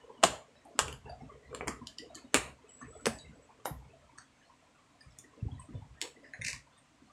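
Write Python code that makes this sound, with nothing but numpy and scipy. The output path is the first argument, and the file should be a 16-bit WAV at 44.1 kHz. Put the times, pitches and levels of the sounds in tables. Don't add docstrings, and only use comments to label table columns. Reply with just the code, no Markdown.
import sys
import numpy as np
from scipy import signal
from scipy.fft import rfft, irfft
from scipy.io import wavfile
from scipy.ndimage import uniform_filter1d, minimum_filter1d

SR = 44100
rng = np.random.default_rng(int(sys.argv[2]) if len(sys.argv) > 2 else 0)


def ratio_of_db(decibels):
    return 10 ** (np.asarray(decibels, float) / 20)


def to_wav(s):
    ch = np.atleast_2d(s).T
    pcm = np.round(np.clip(ch, -1, 1) * 32767)
    wavfile.write(sys.argv[1], SR, pcm.astype(np.int16))


N = 313991

# time [s], peak at 1.5-4 kHz [dB],
# then panel, edge, sizzle [dB relative to it].
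SNAPS = [(0.5546, -45.5, 3, -15, -21.5), (0.7912, -12, -5, -4.5, 0.5), (0.882, -30.5, -3, -14, -1),
         (0.9271, -35, -12.5, -10, -6.5), (1.0561, -45.5, 15.5, -22.5, -19), (1.0952, -44.5, 10.5, -2.5, 3),
         (1.5291, -45, 19, -15, -4), (1.5484, -30.5, -4, -11.5, -3), (1.6088, -29, 7, -59, -53),
         (1.6739, -31, 8, -27, 6), (1.6826, -26.5, 4.5, -4, -1.5), (1.8712, -31.5, -29.5, 2, -3),
         (1.985, -32.5, -28.5, 6, -3.5), (2.1478, -43, -10, 12, 4), (2.1531, -42, -11.5, 2, 12.5),
         (2.3441, -11, -7, -13.5, -0.5), (2.815, -41.5, 3, -29, -4.5), (3.0574, -20.5, -3.5, 3, 0),
         (3.0677, -18.5, 2.5, -23, 5), (3.1872, -45, -17.5, 2.5, -1.5), (3.6565, -28, 15, 2, 8),
         (4.1847, -42.5, 7.5, 8.5, 5), (5.1876, -44, -24.5, -6, 9), (6.0154, -22.5, -16.5, -0.5, 1.5),
         (.2298, -22, 1, -14.5, -5), (.2350, -20, 7.5, -9, -2.5), (.2372, -13, 0, -7, -0.5),
              (.2385, -8, -5.5, -6, -0.5), (.2505, -24.5, 3, -3, -0.5), (1.6795, -33.5, 3.5, -3.5, 4),
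              (1.6808, -30, 0, -5.5, 7.5), (2.3452, -15, -10.5, -8, 0), (2.351, -19, 5, -7.5, -2.5),
              (2.3583, -25, -4, -8, 2), (2.363, -22, -6.5, -8.5, 4), (2.3725, -22, -6, -12.5, -0.5),
              (2.3852, -30.5, -1.5, -10, -1.5), (3.0588, -23, -8.5, 6, 7), (3.0644, -37.5, -5, 19, 13),
              (3.6505, -52, 2, 2, 8), (3.6533, -45, -14, -8, 9), (4.1785, -51.5, 10, 0, 6.5),
              (6.0079, -52, -11.5, 0, 1), (6.0245, -30, -5.5, 0, 0), (6.0367, -43, 4.5, -3, -9.5),
              (6.0528, -39.5, -1, -5, 3), (6.075, -45, 2.5, 3, 3)]
SNAP_BANDS_HZ = [60, 350, 950, 2800, 5200, 8300, 16000]
SNAP_ENDS_DB = [-12.5, -37.5]
BODY_DB = -4.5
# frequency [Hz], gain [dB].
LID = [(700, 2), (1100, 1), (1950, 1), (2900, -0.5), (5500, 0.5), (7700, -1), (11000, 0)]
FIRST_PRESSES = {.236: [(2163, -5), (2950, 4), (5790, -5.5), (7130, 9), (8130, 4), (8950, -5)],
                 .791: [(1210, 5.5), (2240, -10), (2990, 6), (3900, -8.5), (7300, 8), (7950, 8),
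                 (10100, 9)], .882: [(2950, 7), (5650, 7), (7630, 7), (9440, -9), (10590, 7), (12400, 8)],
                 .927: [(2950, 8), (3800, -14), (4850, 11), (7000, 12), (8700, -10), (9880, 14),
                 (10570, 19), (11700, 22)], 1.548: [(1160, 8), (4270, 7.5), (5500, -5), (6160, -9),
                 (7460, 17.5), (8660, 9.5), (9530, 7), (11800, -16)], 1.609: [(2250, 10.5), (3680, -17)],
                 1.678: [(2070, 8.5), (3650, -9), (4100, -10), (6520, 8), (7220, 7), (7980, -7),
                 (10280, 9)], 1.871: [(1300, 11), (2250, -17), (3090, 6), (4350, 6), (6210, -6),
                 (6830, 5.5), (7385, 7), (8100, -5), (9120, 9), (11500, 8)], 1.985: [(2990, 12), (4177, -6),
                 (4970, 5.5), (6250, -15), (6850, -8), (7350, 6), (7870, -9), (9470, -10)],
                 2.149: [(2400, -12), (3100, 10), (4410, 10), (5300, -10), (6620, 10), (7120, 10),
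                 (7620, 7), (9640, -15), (10900, 8)], 2.344: [(2500, 3.5), (3350, -5), (4757, -5),
                 (6083, -5), (7224, 5)]}
LATER_PRESSES = {3.062: [(4000, -5.5), (5620, -5), (7200, -7.5)], 3.187: [(4590, 13), (5370, -8),
                 (5900, -11), (6750, 10)], 3.656: [(2606, -5.5), (3025, 6), (3400, -7), (3910, 7),
                 (4500, -7), (5157, 7), (8000, -17), (8645, 9), (11950, 16), (12810, 6)],
                 4.182: [(1510, 15.5), (2550, -13), (4610, 14), (5050, -9), (5670, 6), (6590, 15),
                 (7370, -15), (8170, 17.5), (9520, 8)], 5.188: [(4000, -12), (4900, -10), (5400, 6),
                 (6320, 8), (6950, 16), (7700, -9), (9960, -13), (12000, 10)], 6.015: [(1450, -8),
                 (4920, -8), (5970, -17.5), (7810, 6.5), (8600, -12.5), (10940, -8)], 6.336: [(1796, 16),
                 (2734, -7), (3290, -11), (4070, 18), (5390, -9.5), (6700, 12), (9210, 15), (10190, 11)],
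                 6.417: [(2045, 14), (3140, -8.5), (3660, 20), (4910, -13), (5700, 10), (6560, 12.5),
                 (8700, 11), (9240, 20), (11090, -13)], 6.46: [(1200, -6), (1970, 6.5), (2490, 5),
                 (3291, -8)]}
MODE_WIDTH_HZ = 200

# time [s], peak at 1.5-4 kHz [dB], brightness [dB].
CRUNCH = [(6.2504, -46.5, -24.5), (6.3363, -33, -17.5), (6.3446, -46.5, -14), (6.4143, -34.5, -13.5),
          (6.4194, -27.5, -14), (6.438, -46, 1), (6.4452, -32, -1.5), (6.4485, -28, -3.5), (6.4644, -33, 5),
          (6.4672, -29.5, 0.5), (6.4697, -33, 0), (6.4805, -31.5, 3), (6.484, -25.5, 3), (6.4885, -33, -7),
          (6.493, -33.5, -13), (6.4985, -33.5, 0.5), (6.5025, -34, 5), (6.5088, -43.5, -5),
          (6.5306, -33.5, -2), (6.5492, -40, -8.5)]
CRUNCH_HZ = [300, 1150, 1650, 2650, 3300, 4500, 8300, 15000]
CRUNCH_PANEL_DB, NOTCH_DB = -20.5, -10
# start, loudest moment, end [s].
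CRACKLE_S = (6.449, 6.487, 6.565)
CRACKLE_DB, CRACKLE_FADE_DB, CRACKLE_BRIGHT_DB = -35.5, -12.5, 0.5
# time [s], peak at 1.5-4 kHz [dB], brightness [dB].
TICKS = [(0.6513, -55.5, 14.5), (1.8244, -69, 6.5), (2.8294, -52.5, -7.5), (2.8594, -62.5, -8),
         (2.9794, -58.5, 12), (3.0094, -51.5, 3.5), (5.0083, -49, 1.5), (5.1209, -62, 5), (5.5972, -58, 2),
         (6.7184, -66.5, 5), (6.785, -64, 12.5)]
TICK_PANEL_DB, TICK_EDGE_DB = -8.5, -9.5

# time [s], peak
# [dB], frequency [Hz].
CREAKS = [(0.072, -44.5, 450), (0.234, -7, 688), (0.647, -47, 828), (0.697, -47.5, 424.7),
          (0.748, -39.5, 269), (0.795, -25, 1080), (1.06, -42, 847), (1.055, -44, 452), (1.095, -50, 471),
          (1.35, -47, 440), (1.093, -38.5, 685), (1.12, -37.5, 690), (1.215, -38.5, 266), (1.3, -47, 429.8),
          (1.502, -42.5, 430), (1.608, -31, 445), (1.527, -33.5, 453), (1.68, -29, 223), (1.99, -41.5, 286),
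          (2.065, -44, 285), (2.035, -47, 690), (2.095, -43, 646), (.552, -47, 602), (2.15, -42, 288.5),
          (2.626, -46, 433), (2.809, -41, 271), (2.9, -48, 426), (3.278, -44.5, 195.4),
          (3.354, -45.5, 271.4), (3.584, -42, 433), (3.654, -33, 755),
          (3.883, -44.5, 427), (4.125, -47.5, 289.6), (5.37, -47, 446), (4.489, -48, 1024),
        (4.637, -49.5, 981), (4.976, -58, 245.8), (5.236, -42.5, 277), (5.367, -40.5, 245),
        (5.45, -38, 250), (5.515, -43, 239.5), (5.685, -39.5, 258.6), (6.018, -40.5, 311.3),
        (6.185, -42, 267.3), (6.23, -41.5, 280), (6.225, -47.5, 561), (6.367, -48.5, 524),
        (6.451, -49, 188.6), (6.525, -47, 1046), (7.003, -44, 298)]
# time [s], peak [dB], frequency [Hz].
CHIRPS = [(.01, -55.5, 2916), (.158, -56, 2957), (.55, -62.5, 5300), (.555, -60.5, 3930),
          (.75, -65.5, 5030), (1.052, -54, 2720), (1.068, -53, 1720), (1.092, -49.5, 4693),
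          (.927, -57, 2950), (1.285, -48, 1140), (1.327, -55.5, 2200), (1.43, -51.5, 1960),
          (1.988, -46.5, 1971), (2.148, -50.5, 1775), (2.68, -55, 2951), (2.81, -43.5, 1761),
          (2.803, -42, 1130), (2.81, -53, 697), (2.92, -50, 1300), (3.189, -47, 3880), (3.242, -52, 2060),
          (3.84, -60.5, 2190), (3.93, -45.5, 670), (5.59, -44.5, 1038), (5.48, -48.5, 826.7),
          (5.81, -49, 879), (5.97, -52.5, 1856)]
# time [s], peak [dB], frequency [Hz].
AFTER_RINGS = [(1.686, -45, 1960), (2.152, -50.5, 4316), (2.349, -28, 2147), (3.658, -36.5, 11500),
               (2.352, -30, 7400), (3.661, -44.5, 1863), (3.671, -41, 992.5), (3.672, -41, 303),
               (3.8, -48.5, 906), (4.186, -60.5, 1402), (5.594, -53, 8250), (1.70, -40, 1196),
               (6.021, -46.5, 950), (6.031, -43.5, 468), (6.231, -47.5, 1900), (6.236, -57, 4990),
               (6.336, -46, 2000)]
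# time [s], peak [dB], frequency [Hz].
PIPS = [(1.02, -54, 2150), (1.2, -60, 5420), (1.205, -38, 780), (1.24, -53, 2700), (2.808, -53.5, 6250),
        (1.81, -41, 1002), (2.93, -53.5, 3400), (5.01, -59.5, 8786), (5.098, -58, 7780), (2.133, -45, 1154),
        (5.108, -59, 4990), (5.51, -53, 3260), (5.008, -52, 4750), (5.61, -56.5, 2590), (5.005, -60, 6750),
        (6.715, -65, 7800), (6.72, -56, 3470), (6.174, -62, 5426), (1.76, -46, 1250), (6.775, -55.5, 8580),
        (6.76, -58, 3617), (6.935, -64, 2410), (6.975, -53, 1006)]
# time [s], frequency [Hz].
GLINTS = [(.003, 1780), (.145, 1000), (2.046, 2928), (2.055, 6718), (2.18, 2540), (2.24, 3789),
          (2.818, 4737), (2.986, 1291), (2.992, 6718), (3.486, 861), (4.025, 1291), (4.095, 2200),
          (4.32, 2196), (4.355, 2020), (4.372, 1450), (4.414, 1679), (4.42, 2971), (4.446, 4220),
          (5.006, 1765), (5.024, 2370), (5.056, 1248), (5.33, 1050), (5.6, 2000), (5.747, 3531)]
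GLINT_DB, GLINT_DB_PER_OCTAVE = -46.5, -5
CREAK_T60, CHIRP_T60, RING_T60, PIP_T60 = 0.22, 0.22, 0.28, 0.095
HALVES_PER_DB = 18.5
# time [s], peak [dB], frequency [Hz], T60 [s].
KNOCKS = [(0.24, -30.5, 180, 0.12), (3.0585, -30.5, 559, 0.13), (3.0685, -17.5, 453, 0.039),
          (3.07, -27.5, 224.3, 0.16), (4.1843, -32, 1353, 0.0095), (5.008, -50, 5000, 0.033),
          (5.109, -58, 5400, 0.04), (5.597, -46.5, 8350, .05), (.236, -26, 380, 0.06),
          (2.35, -31.5, 400, 0.11), (.238, -17, 1050, 0.035), (5.425, -19, 113, 0.057),
          (5.461, -17.5, 81, 0.048), (5.52, -34, 100, 0.15), (5.748, -35.5, 99, 0.25),
          (6.3917, -32, 112, 0.1), (2.345, -26, 257.6, 0.097), (3.708, -32.5, 149.7, 0.089),
          (.885, -41, 470, 0.099)]

# time [s], peak [dB], T60 [s].
THUDS = [(0.0, -62, .15), (0.24, -46.5, 0.51), (0.82, -46.5, 1.3), (1.05, -62, .8), (1.21, -56.5, 0.47),
         (1.488, -54.5, .5), (1.659, -52.5, 1.1), (2.05, -59, 1.5), (2.37, -46.5, 0.49), (2.5, -61, 0.35),
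         (2.829, -55, 1.3), (3.08, -52.5, .7), (3.261, -54.5, .4), (3.72, -47, .9), (4.0, -59, .5),
         (5.062, -51.5, .7), (5.431, -47, 0.77), (5.55, -52, 0.46), (5.73, -48.5, .6), (5.89, -56.5, .4),
         (6.4, -51.5, .8), (6.54, -56, .4), (7.0, -61, 0.87)]
# frequency [Hz], width [Hz], level [dB].
FLEX = [(65.5, 19, 0.5), (109, 7.1, -7.5), (129.5, 22, -2)]
THUD_RISE_S, REST_DB = 0.027, -73
# time [s], level [dB].
RUBBING = [(0, -55), (.15, -52), (.45, -63), (.75, -54), (.93, -50.5), (1.0, -62.5), (1.1, -54.5),
           (1.41, -56.5), (1.55, -50.5), (1.82, -49.5), (1.93, -61.5), (2.05, -53.5), (2.28, -59.5),
           (2.5, -53.5), (2.65, -63.5), (2.85, -53), (3.3, -56), (4.2, -65)]
# time [s], level [dB].
HANDLING = [
    (5.0, -77),
    (5.38, -57),
    (5.651, -62),
    (5.74, -51.5),
    (5.82, -62),
    (5.949, -61.5),
    (6.22, -57),
    (6.35, -58.5),
    (6.502, -54.5),
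    (6.62, -75.5),
]
# frequency [Hz], width [Hz], level [dB].
WALLS = [(259, 41, 7), (450, 98, 7), (600, 140, 1.5), (950, 200, -4.5), (1300, 120, -10), (1970, 650, -14)]
LUMPS_DB, SWAY_DB = 4, -11
STEADY_S = 0.09

# start [s], length [s], level [dB].
SQUEAL = [
    (2.66, .2, -60.5),
    (2.85, 0.22, -62.5),
    (3.096, 0.14, -60),
    (3.327, .05, -70.5),
    (3.42, 0.043, -67.5),
]
SQUEAL_HZ, WANDER_HZ = 7830, 45.6
# frequency [Hz], density [dB per Hz].
HISS = [(15, -47), (25, -19), (64, 9), (97, -7), (125, 2.5), (175, -8.5), (270, 4.5), (344, -12.5),
        (659, -4.5), (887, -9.5), (988, -5), (1560, -11), (2050, -10), (5140, -19), (7920, -18),
        (10700, -32.5), (16000, -50.5)]
HISS_DB = -66.5
STIR_PER_S, STIR_DB = 70, 7
# frequency [Hz], T60 [s].
ROOM = [(100, 1), (260, 0.6), (700, 0.6), (1840, 0.44), (4850, 0.37), (12800, 0.33)]
ROOM_DB = -8.5
TABLE_GAIN, TABLE_T60 = 1.4, 0.079

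SUPPRESS_DB, OPENS_DB, CLOSES_DB_PER_S = 13, 9.5, 190
CEILING = 0.9
MIC_HZ = [40, 16000]


def snap(s, peak_db, colour):
    chance = rng.standard_normal(3073)
    hz, t = np.fft.rfftfreq(2048, 1 / SR), np.arange(2048) / SR
    patchy_db = np.clip(-0.2 * (peak_db + 5), 2, 5.5)
    patches = evened(uniform_filter1d(chance[2048:], size=10))
    modes_db = lid_modes(s, hz) + 0.6 * patchy_db * patches
    crack = rfft(chance[:2048] * np.exp(-t / 0.00057))
    crack = irfft(crack / abs(crack))
    crack = np.roll(crack, 40) * np.exp(-t / 0.0031)
    rattle = chance[2047::-1] * np.exp(-t / 0.019) * np.minimum(t / 0.00024, 1)
    burst = crack + 0.32 * rattle / np.linalg.norm(rattle)
    sound = signal.fftconvolve(burst, causal(read(colour, hz) + modes_db)[:1500])
    middle_band = signal.butter(2, [1500, 4000], "band", fs=SR, output="sos")
    middle = signal.sosfilt(middle_band, sound)
    return s - 0.001, ratio_of_db(peak_db) * sound / abs(middle).max()


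def rim_colour(panel, edge, sizzle):
    body = panel + BODY_DB
    low_end, high_end = body + SNAP_ENDS_DB[0], sizzle + SNAP_ENDS_DB[1]
    own = list(zip(SNAP_BANDS_HZ, [low_end, body + 8, panel + 4, 0, edge, sizzle - 3, high_end]))
    hz = np.geomspace(SNAP_BANDS_HZ[0], SNAP_BANDS_HZ[-1], num=60)
    return list(zip(hz, read(own, hz) + read(LID, hz)))


def lid_modes(s, hz):
    presses = {**FIRST_PRESSES, **LATER_PRESSES}
    at = min(presses, key=lambda press: abs(press - s))
    mode_hz, db = np.transpose(presses[at])
    bumps = np.exp(-0.5 * ((hz[:, None] - mode_hz) / MODE_WIDTH_HZ) ** 2)
    return (abs(at - s) < 0.075) * (db * bumps).sum(1)


def crunch_colour(bright):
    low = [CRUNCH_PANEL_DB - 5.5, CRUNCH_PANEL_DB]
    high = [bright + NOTCH_DB, bright, bright - 4, bright - 38]
    return list(zip(CRUNCH_HZ, low + [0, 0] + high))


def crackle(count):
    place, size = rng.random((2, count))
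    start, _, end = CRACKLE_S
    s = start + (np.arange(count) + place) / count * (end - start)
    db = CRACKLE_DB + np.interp(s, CRACKLE_S, [-3, 0, CRACKLE_FADE_DB]) - 10.0 * size
    return [(at, peak, CRACKLE_BRIGHT_DB) for at, peak in zip(s, db)]


def tick_colour(bright):
    return rim_colour(TICK_PANEL_DB, TICK_EDGE_DB + bright / 2, bright)


def creak(s, peak_db, hz, spread, soft_t60, length=12000):
    t = np.arange(length) / SR
    t60 = soft_t60 * 2 ** min(-(peak_db + 47.0) / HALVES_PER_DB, 0.25)
    rise = np.sin(np.pi / 2 * np.minimum(t / 0.0055, 1)) ** 2
    shape = ratio_of_db(peak_db - 5.5 - 60 * t / t60) * rise
    mode = ring(rng.standard_normal(length), hz, 45 + spread * hz)
    return s, evened(shape * mode) * np.sqrt(np.mean(shape ** 2))


def glint(s, hz):
    peak_db = GLINT_DB + GLINT_DB_PER_OCTAVE * np.log2(hz / 1000)
    return creak(s, peak_db, hz, 0.012, PIP_T60, length=6000)


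def knock(s, peak_db, hz, t60):
    t = np.arange(0, t60, 1 / SR)
    return s, ratio_of_db(peak_db - 60 * t / t60) * np.sin(2 * np.pi * hz * t) * np.minimum(t * hz / 0.52, 1)


def hands():
    t, coarse = np.arange(N) / SR, np.arange(0, N / SR + 0.01, 0.002)
    shake, rub, lumps = rng.standard_normal((3, N))
    flex = sum(ratio_of_db(db) * ring(shake, hz, width) for hz, width, db in FLEX)
    lumps_db = LUMPS_DB * evened(uniform_filter1d(lumps, size=1400))
    walls = np.zeros(N)
    for k, (hz, width, db) in enumerate(WALLS):
        walls += ratio_of_db(db + np.roll(lumps_db, 9000 * k)) * ring(rub, hz, width)
    bend = ratio_of_db(REST_DB)
    for s, db, t60 in THUDS:
        away = np.maximum((s - coarse) / THUD_RISE_S, 2 * (coarse - s) / t60)
        bend = bend + ratio_of_db(db - 25 * np.minimum(away, 9))
    skin = 0
    for curve in (RUBBING, HANDLING):
        skin = skin + ratio_of_db(np.interp(coarse, *np.transpose(curve), left=-99, right=-99))
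    palm = np.interp(t, coarse, bend + ratio_of_db(SWAY_DB) * skin) * levelled(flex)
    return palm + np.interp(t, coarse, skin) * levelled(walls)


def squeal(s, length, db):
    breath, drift = rng.standard_normal((2, round(length * SR)))
    hz = SQUEAL_HZ + WANDER_HZ * evened(uniform_filter1d(drift, size=1500))
    whistle = resonate(resonate(breath, hz, 99.0), hz, 240.0)
    return s, ratio_of_db(db) * evened(whistle) * signal.windows.tukey(len(breath), 0.4)


def hiss():
    frames, hz = N // 256 + 5, np.fft.rfftfreq(1024, 1 / SR)
    real, imaginary = rng.standard_normal((2, 513, frames))
    where = (hz > 300) * np.exp(-hz / 1500.0) * 43 / 1500.0
    starts = rng.random((513, frames)) < STIR_PER_S * 256 / SR * where[:, None]
    stir = uniform_filter1d(uniform_filter1d(9.0 * starts, size=3, axis=0), size=3, axis=1)
    level = ratio_of_db(read(HISS, hz)[:, None] + STIR_DB * np.minimum(stir, 1))
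    noise = signal.istft((real + 1j * imaginary) * level, nperseg=1024, noverlap=768)[1][:N]
    return ratio_of_db(HISS_DB + SUPPRESS_DB) * evened(noise)


def room_tail():
    taps = np.zeros(SR // 2)
    at = np.arange(150, len(taps) - 12, 12)
    taps[at + rng.integers(0, 12, len(at))] = rng.choice([-1.0, 1.0], len(at))
    hz, t, z = signal.stft(taps, SR, nperseg=256)
    walls = ratio_of_db(-60 * t / read(ROOM, hz)[:, None])
    table = TABLE_GAIN * ratio_of_db(-60 * t / TABLE_T60)
    out = signal.istft(z * (walls + table), SR, nperseg=256)[1]
    return out / np.linalg.norm(out)


def evened(x):
    return x / np.sqrt(np.mean(x ** 2) + 1e-20)


def levelled(x):
    power = uniform_filter1d(x ** 2, size=round(STEADY_S * SR))
    return x / np.sqrt(power + 0.081 * np.mean(x ** 2))


def read(points, hz):
    f, value = np.transpose(points)
    return np.interp(np.log(hz + 1), np.log(f + 1), value)


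def causal(gain_db):
    log_gain = np.log(ratio_of_db(np.r_[gain_db, gain_db[-2:0:-1]]))
    return np.fft.ifft(np.exp(signal.hilbert(log_gain).conj())).real


def ring(x, hz, width):
    once = signal.lfilter(*signal.iirpeak(hz, hz / width, SR), x)
    return signal.lfilter(*signal.iirpeak(hz, hz / width / 2, SR), once)


def resonate(x, hz, width):
    turn = np.exp(2j * np.pi * np.cumsum(hz * np.ones(len(x))) / SR)
    r = np.exp(-np.pi * width / SR)
    return 2 * (turn * signal.lfilter([1 - r], [1, -r], x / turn + 1e-18)).real


def add(mix, s, sound):
    part = mix[round(s * SR):][:len(sound)]
    part += sound[:len(part)]


def scene():
    spots, close = np.zeros((3, N)), np.zeros(N)
    steady = hands() + hiss()
    for rows, colour in ((SNAPS, rim_colour), (CRUNCH + crackle(count=36), crunch_colour)):
        for k, (s, peak_db, *balance) in enumerate(rows):
            add(spots[k % 3], *snap(s, peak_db, colour(*balance)))
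    for s, peak_db, bright in TICKS:
        add(close, *snap(s, peak_db, tick_colour(bright)))
    for rows, spread, t60 in ((CREAKS, 0.06, CREAK_T60), (CHIRPS, 0.012, CHIRP_T60),
                              (AFTER_RINGS, 0.12, RING_T60), (PIPS, 0.012, PIP_T60)):
        for row in rows:
            add(close, *creak(*row, spread, t60))
    for rows, source in ((GLINTS, glint), (KNOCKS, knock), (SQUEAL, squeal)):
        for row in rows:
            add(close, *source(*row))
    room = sum(signal.fftconvolve(spot, room_tail())[:N] for spot in spots)
    return (spots.sum(0) + ratio_of_db(ROOM_DB) * room + close + steady)[None]


def low_pass(x):
    return signal.sosfilt(signal.butter(12, 16540, fs=SR, output="sos"), x)


def record(dry):
    t, z = signal.stft(dry[0], SR, nperseg=1024, noverlap=896)[1:]
    power = uniform_filter1d(abs(z) ** 2, size=5, axis=0)
    power = uniform_filter1d(power, size=3, axis=1, origin=1)
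    noise = uniform_filter1d(np.percentile(power[:, ::4], 20, axis=1), size=9)[:, None]
    over_db = 10 * np.log10(power / noise + 1e-9) - OPENS_DB
    shut_db = SUPPRESS_DB / (1 + np.exp(np.clip(over_db / 1.2, -30, 30)))
    fall = CLOSES_DB_PER_S * t
    open_db = -minimum_filter1d(shut_db, size=9, axis=1, origin=4)
    held_db = np.maximum.accumulate(fall + open_db, axis=1) - fall
    clean = signal.istft(z * ratio_of_db(held_db), nperseg=1024, noverlap=896)[1][None, :N]
    limited = CEILING * np.tanh(clean / CEILING)
    low_cut = signal.butter(2, MIC_HZ[0], "high", fs=SR, output="sos")
    high_cut = signal.firwin(255, MIC_HZ[1], fs=SR)[None]
    heard = signal.oaconvolve(signal.sosfilt(low_cut, limited), high_cut, "same")
    return low_pass(heard)


dry = scene()
out = record(dry)
to_wav(out)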